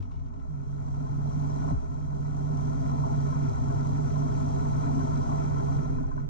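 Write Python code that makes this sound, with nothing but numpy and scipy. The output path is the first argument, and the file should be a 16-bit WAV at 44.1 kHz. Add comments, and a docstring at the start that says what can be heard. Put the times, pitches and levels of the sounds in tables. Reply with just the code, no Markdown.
"""A twin-cylinder motorcycle lies on its side on a road, heard by two microphones fixed to it. First the revs
fall to idle while loose bits scrape; from half a second on the level swells. At 1.7 s knocks and a falling thud
land, the level dips, then swells again over an even, humming idle. Near the end the revs sag under more knocks
and the level falls. Loose clanks come throughout. Crank tones and noise-driven modes of frame and housing carry
the engine, often in opposite phase."""
import sys
import numpy as np
from scipy import signal
from scipy.fft import rfft, irfft, next_fast_len
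from scipy.io import wavfile

SR = 44100
rng = np.random.default_rng(int(sys.argv[2]) if len(sys.argv) > 2 else 0)


def materialize(psi):
    """Save the field psi as 16-bit PCM at rate SR to the path in sys.argv[1].

    A 1-D psi becomes a single channel; in a 2-D psi each row is a channel.
    """
    bounded = np.clip(np.atleast_2d(psi).T, -1, 1)
    quanta = np.round(bounded * 32767).astype(np.int16)
    wavfile.write(sys.argv[1], SR, quanta)


N = 277389
T = np.arange(N) / SR
SIZE = next_fast_len(N)
HZ = np.fft.rfftfreq(SIZE, 1 / SR)
FULL_DB = -51  # overall level at which the layer laws and crank tables hold
IDLE_LOW_HZ, IDLE_HIGH_HZ = 16, 16.5  # crank turns a second between which the engine idles evenly
FIRING = .72  # share of a turn at which the crank orders of hum and mount line up


def gain_of(db):
    """Amplitude factor of a level in dB."""
    return 10 ** (np.asarray(db) / 20)


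def evened(x):
    """The signal scaled to rms 1."""
    return x / np.sqrt(np.mean(x ** 2) + 1e-20)


def follow(rows):
    """The columns of a table as curves over time."""
    s, *columns = np.transpose(rows)
    return [np.interp(T, s, c) for c in columns]


def wander(rate_hz, slowest_hz=0.3844):
    """Slow chance movement of rms 1: twelve sines of random phase up to rate_hz."""
    hz = np.geomspace(slowest_hz, rate_hz, num=12)[:, None]
    coarse = T[::200]
    waves = np.sin(2 * np.pi * (hz * coarse + rng.random(hz.shape)))
    return np.interp(T, coarse, evened(waves.sum(0)))


def both(tone, left_db, right_db, lead):
    """A complex tone as the two microphones get it; the left leads by the given phase."""
    left = gain_of(left_db) * (tone * np.exp(1j * lead)).real
    right = gain_of(right_db) * tone.real
    return np.array([left, right])


def bell(hz, centre_hz, width_hz):
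    """A resonance applied twice, for steep skirts."""
    return 1 / (1 + 1j * (hz - centre_hz) / width_hz) ** 2


def response(hz, width_hz, left_db, right_db, lead):
    """Spectrum of one mode at the two microphones, for a noise drive of rms 1."""
    shape = bell(HZ, hz, width_hz)
    sides = np.array([[gain_of(left_db) * np.exp(1j * lead)], [gain_of(right_db)]])
    return sides * shape / np.sqrt(np.mean(abs(shape) ** 2))


def ring(modes, loudness, blows, apart):
    """Each mode is shaken by its own noise and the blows; extra noise differs between the microphones."""
    out, power = np.zeros((2, len(HZ)), complex), np.zeros((2, len(HZ)))
    for mode in modes:
        sides = response(*mode)
        noise = rfft(loudness * rng.standard_normal(N), SIZE)
        out += sides * (noise + blows)
        power += abs(sides) ** 2
    separate_noise = rfft(loudness * rng.standard_normal((2, N)), SIZE)
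    out += apart * np.sqrt(power) * separate_noise
    return irfft(out, SIZE)[:, :N]


def obey(law, level_db, speed):
    """Strength of a layer in dB from the overall level and from how far the revs stray from idle."""
    full_db, share, racing_db, sagging_db = law
    racing = np.clip(speed - IDLE_HIGH_HZ, 0, 1)
    sagging = np.clip((IDLE_LOW_HZ - speed) / 2, 0, 1)
    return full_db + share * (level_db - FULL_DB) + racing_db * racing + sagging_db * sagging


# loose bits skittering on the road: (time [s], noise drive [dB], fade time [s])
GRIT = [(0.004, -72.5, 0.02), (0.025, -69.5, 0.016), (0.109, -78.5, 0.006), (0.115, -73, 0.018),
        (0.14, -76, 0.013), (0.157, -79.5, 0.01), (0.169, -77, 0.008), (0.193, -74.5, 0.016),
        (0.245, -77.5, 0.01), (0.261, -77, 0.02), (0.34, -78, 0.01), (0.361, -79.5, 0.015),
        (0.398, -75, 0.01)]
# small resonances the scrapes excite:
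# (frequency [Hz], half-width at -6 dB [Hz], left gain [dB], right gain [dB], left lead [rad])
GRIT_RING = [(2250, 22, -4, -10, .1), (2910, 20, -10, -16, .1), (2900, 1700, 2.5, -1.5, 0.11),
             (5670, 420, -4, -9, .1)]
GRIT_SNAP_DB = 18  # the starting click, over the drive of its scrape


def grit():
    """Loose bits scrape the road: short crackling noise, each started by a click, in small resonances."""
    crackle = gain_of(2.3 * np.repeat(rng.standard_normal(N // 60 + 1), 60)[:N])
    loudness = sum(gain_of(db) * (T > s) * np.exp(-abs(T - s) / fade_s) for s, db, fade_s in GRIT)
    snaps = sum(gain_of(db + GRIT_SNAP_DB) * np.exp(-2j * np.pi * HZ * s) for s, db, _ in GRIT)
    return ring(GRIT_RING, loudness * crackle, snaps, apart=0.96)


# partials of a clank: (multiple of the pitch [ratio], left gain [dB], right gain [dB], left lead [rad])
CLANK_PARTIALS = [(1, 0, -4.5, 3.0), (1.48, -14, -22, 2.2)]
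CLANK_RISE_S, CLANK_FADE_S = .001, .009


def clank(s, db, hz):
    """Struck loose metal: two short partials, the main one nearly opposite at the two microphones."""
    t = np.arange(round(8 * CLANK_FADE_S * SR)) / SR
    shape = gain_of(db) * (1 - np.exp(-t / CLANK_RISE_S)) * np.exp(-t / CLANK_FADE_S)
    partials = (both(shape * np.exp(2j * np.pi * k * hz * t), *sides) for k, *sides in CLANK_PARTIALS)
    return s, sum(partials)


def add(mix, s, sound):
    """Lay a sound into the mix at a time, cut at the end."""
    part = mix[:, round(s * SR):][:, :sound.shape[1]]
    part += sound[:, :part.shape[1]]


# something loose clanking against the covers: (time [s], level before rise and fade [dB], pitch [Hz])
CLANKS = [(0.454, -40, 640), (0.566, -47, 626), (1.706, -31, 593), (1.934, -36, 700), (2.115, -40, 760),
          (3.092, -32, 854), (4.213, -31, 990), (4.296, -33, 690), (5.003, -30, 1040), (5.307, -31, 710),
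          (5.937, -45, 1310), (5.984, -29.5, 1010), (6.041, -33, 1000), (6.089, -46, 1360),
          (6.115, -31, 1033), (6.177, -29, 1012), (6.177, -46, 1490), (6.204, -48, 1360),
          (6.234, -45, 1340)]
# where in each crank turn a smaller clank may fall: (first place [turn], second place [turn])
CHATTER_SHARES = .52, .92
CHATTER_LOW_HZ, CHATTER_HIGH_HZ = 620, 1080
CHATTER_DB, CHATTER_SPREAD_DB = 15.5, 5.5  # over the overall level, and chance spread either way


def clanks(turns, level_db):
    """A loose part hits the covers: listed clanks, and two smaller ones a turn of chance size and pitch."""
    places = np.add.outer(np.arange(1, int(turns[-1])), CHATTER_SHARES).ravel()
    slips, sizes, pitches = rng.random((len(places), 3)).T
    times = np.interp(places + .05 * slips, turns, T)
    dbs = np.interp(times, T, level_db) + CHATTER_DB + CHATTER_SPREAD_DB * (2 * sizes - 1)
    pitches = CHATTER_LOW_HZ * (CHATTER_HIGH_HZ / CHATTER_LOW_HZ) ** pitches
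    out = np.zeros((2, N))
    for row in list(CLANKS) + list(zip(times, dbs, pitches)):
        add(out, *clank(*row))
    return out


THUD_S, THUD_DB, THUD_FADE_S = 1.7114, -25.5, .066
THUD_TOP_HZ, THUD_END_HZ, THUD_FALL_S = 168, 35, .042
PUSH_S, PUSH_DB, PUSH_HZ, PUSH_LENGTH_S = 1.7275, -25, 55, .012


def thud():
    """A dull blow whose pitch falls as it dies, over a low shove."""
    t = np.maximum(T - THUD_S, 0)
    hz = THUD_END_HZ + (THUD_TOP_HZ - THUD_END_HZ) * np.exp(-(t / THUD_FALL_S) ** 2)
    phase = 2 * np.pi * np.cumsum(hz * (t > 0)) / SR
    blow = gain_of(THUD_DB) * np.exp(-(t / THUD_FADE_S) ** 2) * np.sin(phase)
    since_push = T - PUSH_S
    push_shape = gain_of(PUSH_DB) * np.exp(-(since_push / PUSH_LENGTH_S) ** 2)
    return blow + push_shape * np.cos(2 * np.pi * PUSH_HZ * since_push)


# blows on the frame: (time [s], strength over the overall level [dB], hardness as corner frequency [Hz])
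KNOCKS = [(1.711, 27, 600), (1.722, 33, 520), (3.545, 30, 200), (5.888, 35, 150), (6.04, 40, 110),
          (6.135, 35, 110)]


def knocks():
    """Spectrum of the blows: harder ones reach higher."""
    return sum(gain_of(db) * np.exp(-2j * np.pi * HZ * s) / (1 + 1j * HZ / hard_hz) ** 2
               for s, db, hard_hz in KNOCKS)


# rocking modes of the whole machine:
# (frequency [Hz], half-width at -6 dB [Hz], left gain [dB], right gain [dB], left lead [rad])
BUMP = [(30.4, 1.9, 7.5, 13.5, 1.1), (68.4, 11, 21.5, 16.5, 2.4), (104.9, 1.6, 5.5, 19, 2.3),
        (147, 26, 11, 16.5, 0.17), (259.7, 15, 19.5, 13, 0.067), (323, 9.2, -9, 5, 0.35)]


def bump(blows):
    """A blow rocks the whole machine, which rings in its low modes."""
    return irfft(blows * sum(response(*mode) for mode in BUMP), SIZE)[:, :N]


def nearby(turns, speed, hz, width_hz):
    """The crank orders around a resonance: their total strength and their sum as one complex tone."""
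    ks = np.arange(max(2, hz // 26), hz / 12 + 2)[:, None]
    weight = 1 / (1 + ((ks * speed[::2] - hz) / width_hz) ** 2)
    angle = 2 * np.pi * ks * (turns[::2] - FIRING) + 0.54 * wander(8)[::2]
    tone = np.sqrt(2) * (weight * np.exp(1j * angle)).sum(0)
    strength = np.sqrt((weight ** 2).sum(0))
    return np.interp(T, T[::2], strength), np.interp(T, T[::2], tone)


# resonances that lift whichever crank orders lie near them:
# (frequency [Hz], half-width at -6 dB [Hz], left gain [dB], right gain [dB], left lead [rad])
MOUNT = [(111.1, 3.3, 19.5, 1, 3.5), (237.3, 7.1, 7.5, 5, -0.5), (265.5, 4.8, 12.5, 6.5, -1.56),
         (279.8, 4.1, 3.5, 1, -2), (400.4, 7, 2.5, 6, 2.5), (642, 55, -4.5, -3.5, 3.5)]
# (strength at full level [dB], share of level changes [dB/dB], change racing [dB], change sagging [dB])
MOUNT_LAW = (-55, 0.84, -1, 4)


def mount(turns, speed, level_db):
    """The weaker resonances of the mount lift nearby crank orders, each wavering on its own."""
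    out = np.zeros((2, N))
    for hz, width_hz, *sides in MOUNT:
        _, tone = nearby(turns, speed, hz, width_hz)
        out += gain_of(2.95 * wander(14, slowest_hz=3.)) * both(tone, *sides)
    return gain_of(obey(MOUNT_LAW, level_db, speed)) * out


# hum of the mount, dropping out now and then: (time [s], level before waver and microphone gains [dB])
HUM = [(0.0, -58), (0.25, -46), (0.46, -47), (0.51, -36), (0.9, -35.5), (1.3, -28.5), (1.7, -31.5),
       (1.725, -37), (1.79, -44), (1.87, -45), (1.95, -34), (2.35, -31.5), (2.63, -28.5), (2.76, -32.5),
       (3.0, -27.5), (3.5, -28), (3.57, -37), (3.68, -29.5), (4.22, -27), (4.3, -31), (4.5, -30),
       (4.9, -29), (5.3, -30.5), (5.82, -28), (5.9, -32.5), (6.03, -36), (6.13, -39), (6.29, -30.5)]
HUM_HZ, HUM_WIDTH_HZ = 145.8, 1.4
HUM_LEFT_DB, HUM_RIGHT_DB, HUM_LEAD = -6.5, 2, -0.61  # microphone gains; radians by which left leads
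HUM_WAVER_DB, HUM_WAVER_HZ = 3.5, 18  # chance dips, never peaks
HUM_THROB = 0.036  # depth of its swell once a turn


def hum(turns, speed):
    """The strongest resonance of the mount hums on the crank orders near it; the nearest order wins."""
    level_db, = follow(HUM)
    strength, tone = nearby(turns, speed, HUM_HZ, HUM_WIDTH_HZ)
    dips_db = HUM_WAVER_DB * np.maximum(wander(HUM_WAVER_HZ, slowest_hz=4.), 0) ** 2
    throb = 1 + HUM_THROB * np.cos(2 * np.pi * (turns - FIRING))
    return gain_of(level_db - dips_db) * throb * both(tone / strength, HUM_LEFT_DB, HUM_RIGHT_DB, HUM_LEAD)


# combustion tones: (crank order [per turn], left gain [dB], right gain [dB], left lead [rad])
COMBUSTION = [(5, 0, 1, -2.53), (6, -14, -10, 1), (7, -14, -9, 1), (12, -12, -17, -.75)]
# (strength at full level [dB], share of level changes [dB/dB], change racing [dB], change sagging [dB])
COMBUSTION_LAW = (-37.5, 0.4, -2, -2)


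def combustion(turns, speed, level_db):
    """Firing pulses as tones locked to the crank; the higher ones waver more."""
    out = np.zeros((2, N))
    for k, left_db, right_db, lead in COMBUSTION:
        angle = 2 * np.pi * k * (turns - .25) + 4.33 + 0.0082 * k * wander(4.2)
        tone = np.sqrt(2) * np.cos([angle + lead, angle])
        waver = gain_of(0.54 * np.sqrt(k) * wander(8.6, slowest_hz=1.6))
        out += gain_of([[left_db], [right_db]]) * waver * tone
    return gain_of(obey(COMBUSTION_LAW, level_db, speed)) * out


def swept(order, table, turns, speed, waver_db, slip):
    """One crank order whose strength and phase at each microphone depend on the revs."""
    rate, *columns = np.transpose(table)
    left_db, right_db, lead = (np.interp(speed, rate, c) for c in columns)
    angle = 2 * np.pi * order * (turns - .25) + 5.1 + slip * wander(12.0)
    tone = np.sqrt(2) * np.exp(1j * angle)
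    return gain_of(waver_db * wander(3.3, slowest_hz=5.1)) * both(tone, left_db, right_db, lead)


# orders 2, 3 and 4 as the revs carry them past the frame's resonances, at full overall level: # (crank speed
# [turns/s], left level [dB], right level [dB], left lead [rad])
ROCKING = [(13, -38, -30, 4.0), (14.9, -46, -35, 3.5), (16.2, -39.5, -41.5, 2.25), (17, -46, -43, .6),
           (20, -44, -36, 1.8), (24.5, -37, -34, 2.5)]
GALLOP = [(13, -50, -44, 3.6), (16.3, -58, -51, 2.85), (18, -54, -52, 2.5), (21, -45, -46, 3),
          (24.5, -46, -44, 2.5)]
SHUDDER = [(13, -43, -42, 2.5), (15, -44, -41, 2.4), (16.2, -33.5, -32.5, 2.84), (17.2, -37, -32, 2.8),
           (19, -40, -34, 2.5), (21.6, -25.5, -37, 3.05), (23.3, -40, -36, 4), (24.6, -27.5, -42, 5)]
# brief surges of the shudder: (time [s], lift [dB])
SURGES = [(1.78, 6.6), (2.78, 5.3), (3.6, 7), (5.76, 4.9)]
SURGE_S = 0.032
SWEPT_SHARE = 0.26  # share of overall level changes that these orders follow


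def low_orders(turns, speed, level_db):
    """The turning crank shakes the frame at two, three and four times its rate."""
    surge_db = sum(db * np.exp(-((T - s) / SURGE_S) ** 2) for s, db in SURGES)
    shaking = swept(2, ROCKING, turns, speed, waver_db=.15, slip=.02)
    shaking += swept(3, GALLOP, turns, speed, waver_db=.5, slip=.05)
    shaking += gain_of(surge_db) * swept(4, SHUDDER, turns, speed, waver_db=.9, slip=.08)
    return shaking * gain_of(SWEPT_SHARE * (level_db - FULL_DB))


def rattle(turns, bursts, fade_turns, spread_db, tap_db):
    """Loudness over the crank turn (steady part plus dying bursts) and the taps that start the bursts."""
    loudness, taps = np.ones(N), np.zeros(N)
    for share, db in bursts:
        since = turns - share + 1
        sizes = gain_of(db + spread_db * rng.standard_normal(200))[since.astype(int)]
        loudness += sizes * np.exp(-(since % 1) / fade_turns)
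        starts = np.diff(np.floor(since), prepend=np.floor(since[0]))
        taps += gain_of(tap_db) * sizes * starts
    return evened(loudness), rfft(taps, SIZE)


# modes of the frame:
# (frequency [Hz], half-width at -6 dB [Hz], left gain [dB], right gain [dB], left lead [rad])
FRAME = [(65, 4.9, -4.5, -11.5, 0.5), (114.5, 22, 17, -12.5, 5), (167, 54, -9.5, 4, 10.5),
         (176.7, 15, 5.5, -15, 3.5), (199.8, 35, -1.5, -4.5, 0.5), (237.7, 11.1, 9, 3, -1),
         (263.8, 12.4, 13, 2, -1.17), (283.1, 11, -1, -3.5, -1), (316.2, 9.5, -1.5, -8.5, -1.46),
         (404.1, 22.7, 5, 9.5, 3.5), (476, 73, -5, 1, 2.5)]
# bursts in each crank turn: (place [turn], size over the steady rattle [dB])
FRAME_BURSTS = [(0.1, 1.2)]


def frame(turns):
    """The frame's low modes, shaken by noise that swells once a turn."""
    loudness, taps = rattle(turns, FRAME_BURSTS, fade_turns=0.2, spread_db=0, tap_db=2.5)
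    return ring(FRAME, loudness, taps, apart=0.22)


# modes of the covers:
# (frequency [Hz], half-width at -6 dB [Hz], left gain [dB], right gain [dB], left lead [rad])
COVERS = [(550, 50, -8, -8, 2.6), (630, 13, 2.5, 2.5, 2.9), (657, 9, 1, 2, 2.8), (688, 12, 3, 0.5, 2.6),
          (755, 34, 1, 2, 2.9), (805, 9, -2.5, -1.5, 2.8), (845, 13, 0, 0, 2.9), (877, 13, 1.5, 1.5, 2.9),
          (950, 36, 4.5, 4, 3), (1000, 11, 0, -1, 3.05), (1038, 32, 5, 1.5, 3.05), (1090, 28, -1, -5, 3.1),
          (1135, 35, -9, -17, 1.5)]
# bursts in each crank turn: (place [turn], typical size over the steady rattle [dB])
COVER_BURSTS = [(.53, 8.5), (0.88, 3.5), (0.93, 9.5), (0.2, 1)]
# on top of the overall level: # (strength at full level [dB], share of level changes [dB/dB], change racing
# [dB], change sagging [dB])
COVERS_LAW = (-1.5, 0.1, 1.2, -2)
COVERS_BLOW_DB = 6  # thin metal answers a blow more readily than the frame


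def covers(turns, speed, level_db, blows):
    """Thin covers rattle in short bursts each turn and ring under the blows."""
    loudness, taps = rattle(turns, COVER_BURSTS, fade_turns=0.013, spread_db=3.0, tap_db=17.5)
    ringing = ring(COVERS, loudness, taps + gain_of(COVERS_BLOW_DB) * blows, apart=0.2)
    return gain_of(obey(COVERS_LAW, level_db, speed)) * ringing


# modes of the panel:
# (frequency [Hz], half-width at -6 dB [Hz], left gain [dB], right gain [dB], left lead [rad])
PANEL = [(1255, 18, -7, -9, 3), (1298, 22, -5, -17, 2.2), (1342, 20, -4.5, -12, 1.7),
         (1400, 28, -9, -16, 1.5), (1455, 13, -8, -24, 1), (1520, 28, -13, -21, 2.8),
         (1820, 240, -9, -13, 2.97), (1996, 30, -21, -23, 2), (2300, 250, -15.5, -16.5, 1.9)]
# bursts in each crank turn: (place [turn], typical size over the steady rattle [dB])
PANEL_BURSTS = [(0.06, 6.2), (0.55, 0.85), (0.4, 2.1), (.7, 1.6)]
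PANEL_DB, PANEL_BLOW_DB = -0.95, 8  # gain of the whole panel; extra drive from the blows


def panel(turns, blows):
    """A thin panel rattles in longer bursts each turn and rings under the blows."""
    loudness, taps = rattle(turns, PANEL_BURSTS, fade_turns=0.19, spread_db=3.0, tap_db=13.0)
    return gain_of(PANEL_DB) * ring(PANEL, loudness, taps + gain_of(PANEL_BLOW_DB) * blows, apart=0.62)


# modes of the housing:
# (frequency [Hz], half-width at -6 dB [Hz], left gain [dB], right gain [dB], left lead [rad])
HOUSING = [(3247, 51, -8, -12.5, .2), (3300, 740, -2.5, -6.5, 0.18), (4044, 59, -3.5, -7, 0.82),
           (4810, 900, -1, -0.5, 1.34), (5600, 91, 0.5, -0.5, 2.62), (5944, 79, -2.5, 1.5, 1.8),
           (6280, 310, 1, -1.5, 1.83), (7050, 280, 4, 4, 3.3), (7830, 300, -7.5, -5, 8.8),
           (8550, 120, -25.5, -11.5, 1.1), (9430, 1300, -11, -8.5, 2.21), (10700, 330, -22, -32, 20),
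           (12300, 400, -41.5, -33.5, 1.1), (13900, 2500, -25.5, -25, 4.1)]
# bursts in each crank turn: (place [turn], typical size over the steady rattle [dB])
HOUSING_BURSTS = [(0.94, 1.3), (0.31, 1.3), (0.64, 0.83)]
# on top of the overall level: # (strength at full level [dB], share of level changes [dB/dB], change racing
# [dB], change sagging [dB])
TREBLE_LAW = (-17, 0.07, -1, -4)


def housing(turns, speed, level_db, blows):
    """The housing's treble modes rattle in short bursts each turn and flicker a little."""
    loudness, taps = rattle(turns, HOUSING_BURSTS, fade_turns=0.013, spread_db=3.5, tap_db=9.5)
    treble_db = obey(TREBLE_LAW, level_db, speed) + 0.55 * wander(19)
    return gain_of(treble_db) * ring(HOUSING, loudness, taps + blows, apart=0.53)


# revs: (time [s], crank speed [turns/s])
SPEED = [(0.0, 24.9), (0.26, 20.2), (0.42, 17.1), (0.58, 15.95), (1.0, 16.22), (1.55, 16.32), (1.75, 16.76),
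         (1.95, 16.45), (2.75, 16.46), (3.0, 16.12), (3.4, 16.22), (3.55, 15.73), (3.8, 16.11), (4.9, 16.5),
         (5.35, 16.42), (5.74, 16.11), (5.85, 14.89), (5.94, 12.5), (6.29, 13.06)]
# overall level, to which the modes and blows are relative: (time [s], level [dB])
LEVEL = [(0.03, -64), (0.15, -66.5), (0.5, -65), (1, -58), (1.4, -54.5), (1.715, -52.5), (1.74, -57),
         (1.9, -59), (2.1, -58.5), (2.45, -54.5), (2.95, -52), (3.5, -51.5), (4.0, -51.5), (5, -49.5),
         (5.65, -51), (5.95, -53), (6.1, -58), (6.2, -57), (6.25, -61.5)]


def scene():
    """The idling engine shakes its body and mount, among grit, clanks and blows."""
    speed, = follow(SPEED)
    level_db, = follow(LEVEL)
    turns = .26 + np.cumsum(speed) / SR
    blows = knocks()
    loose = grit() + clanks(turns, level_db)
    mounted = mount(turns, speed, level_db) + hum(turns, speed)
    crank = combustion(turns, speed, level_db) + low_orders(turns, speed, level_db)
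    body = bump(blows) + frame(turns)
    body += covers(turns, speed, level_db, blows)
    body += panel(turns, blows)
    body += housing(turns, speed, level_db, blows)
    return loose + thud() + mounted + crank + gain_of(level_db) * body


EDGE_HZ = 15700


def record(dry):
    """A soft start, then a steep low-pass at the band limit."""
    soft = dry * np.minimum(T / .004, 1)
    lowpass = signal.firwin(511, EDGE_HZ, window=("kaiser", 9), fs=SR)
    return signal.oaconvolve(soft, lowpass[None], "same")


dry = scene()
out = record(dry)
materialize(out)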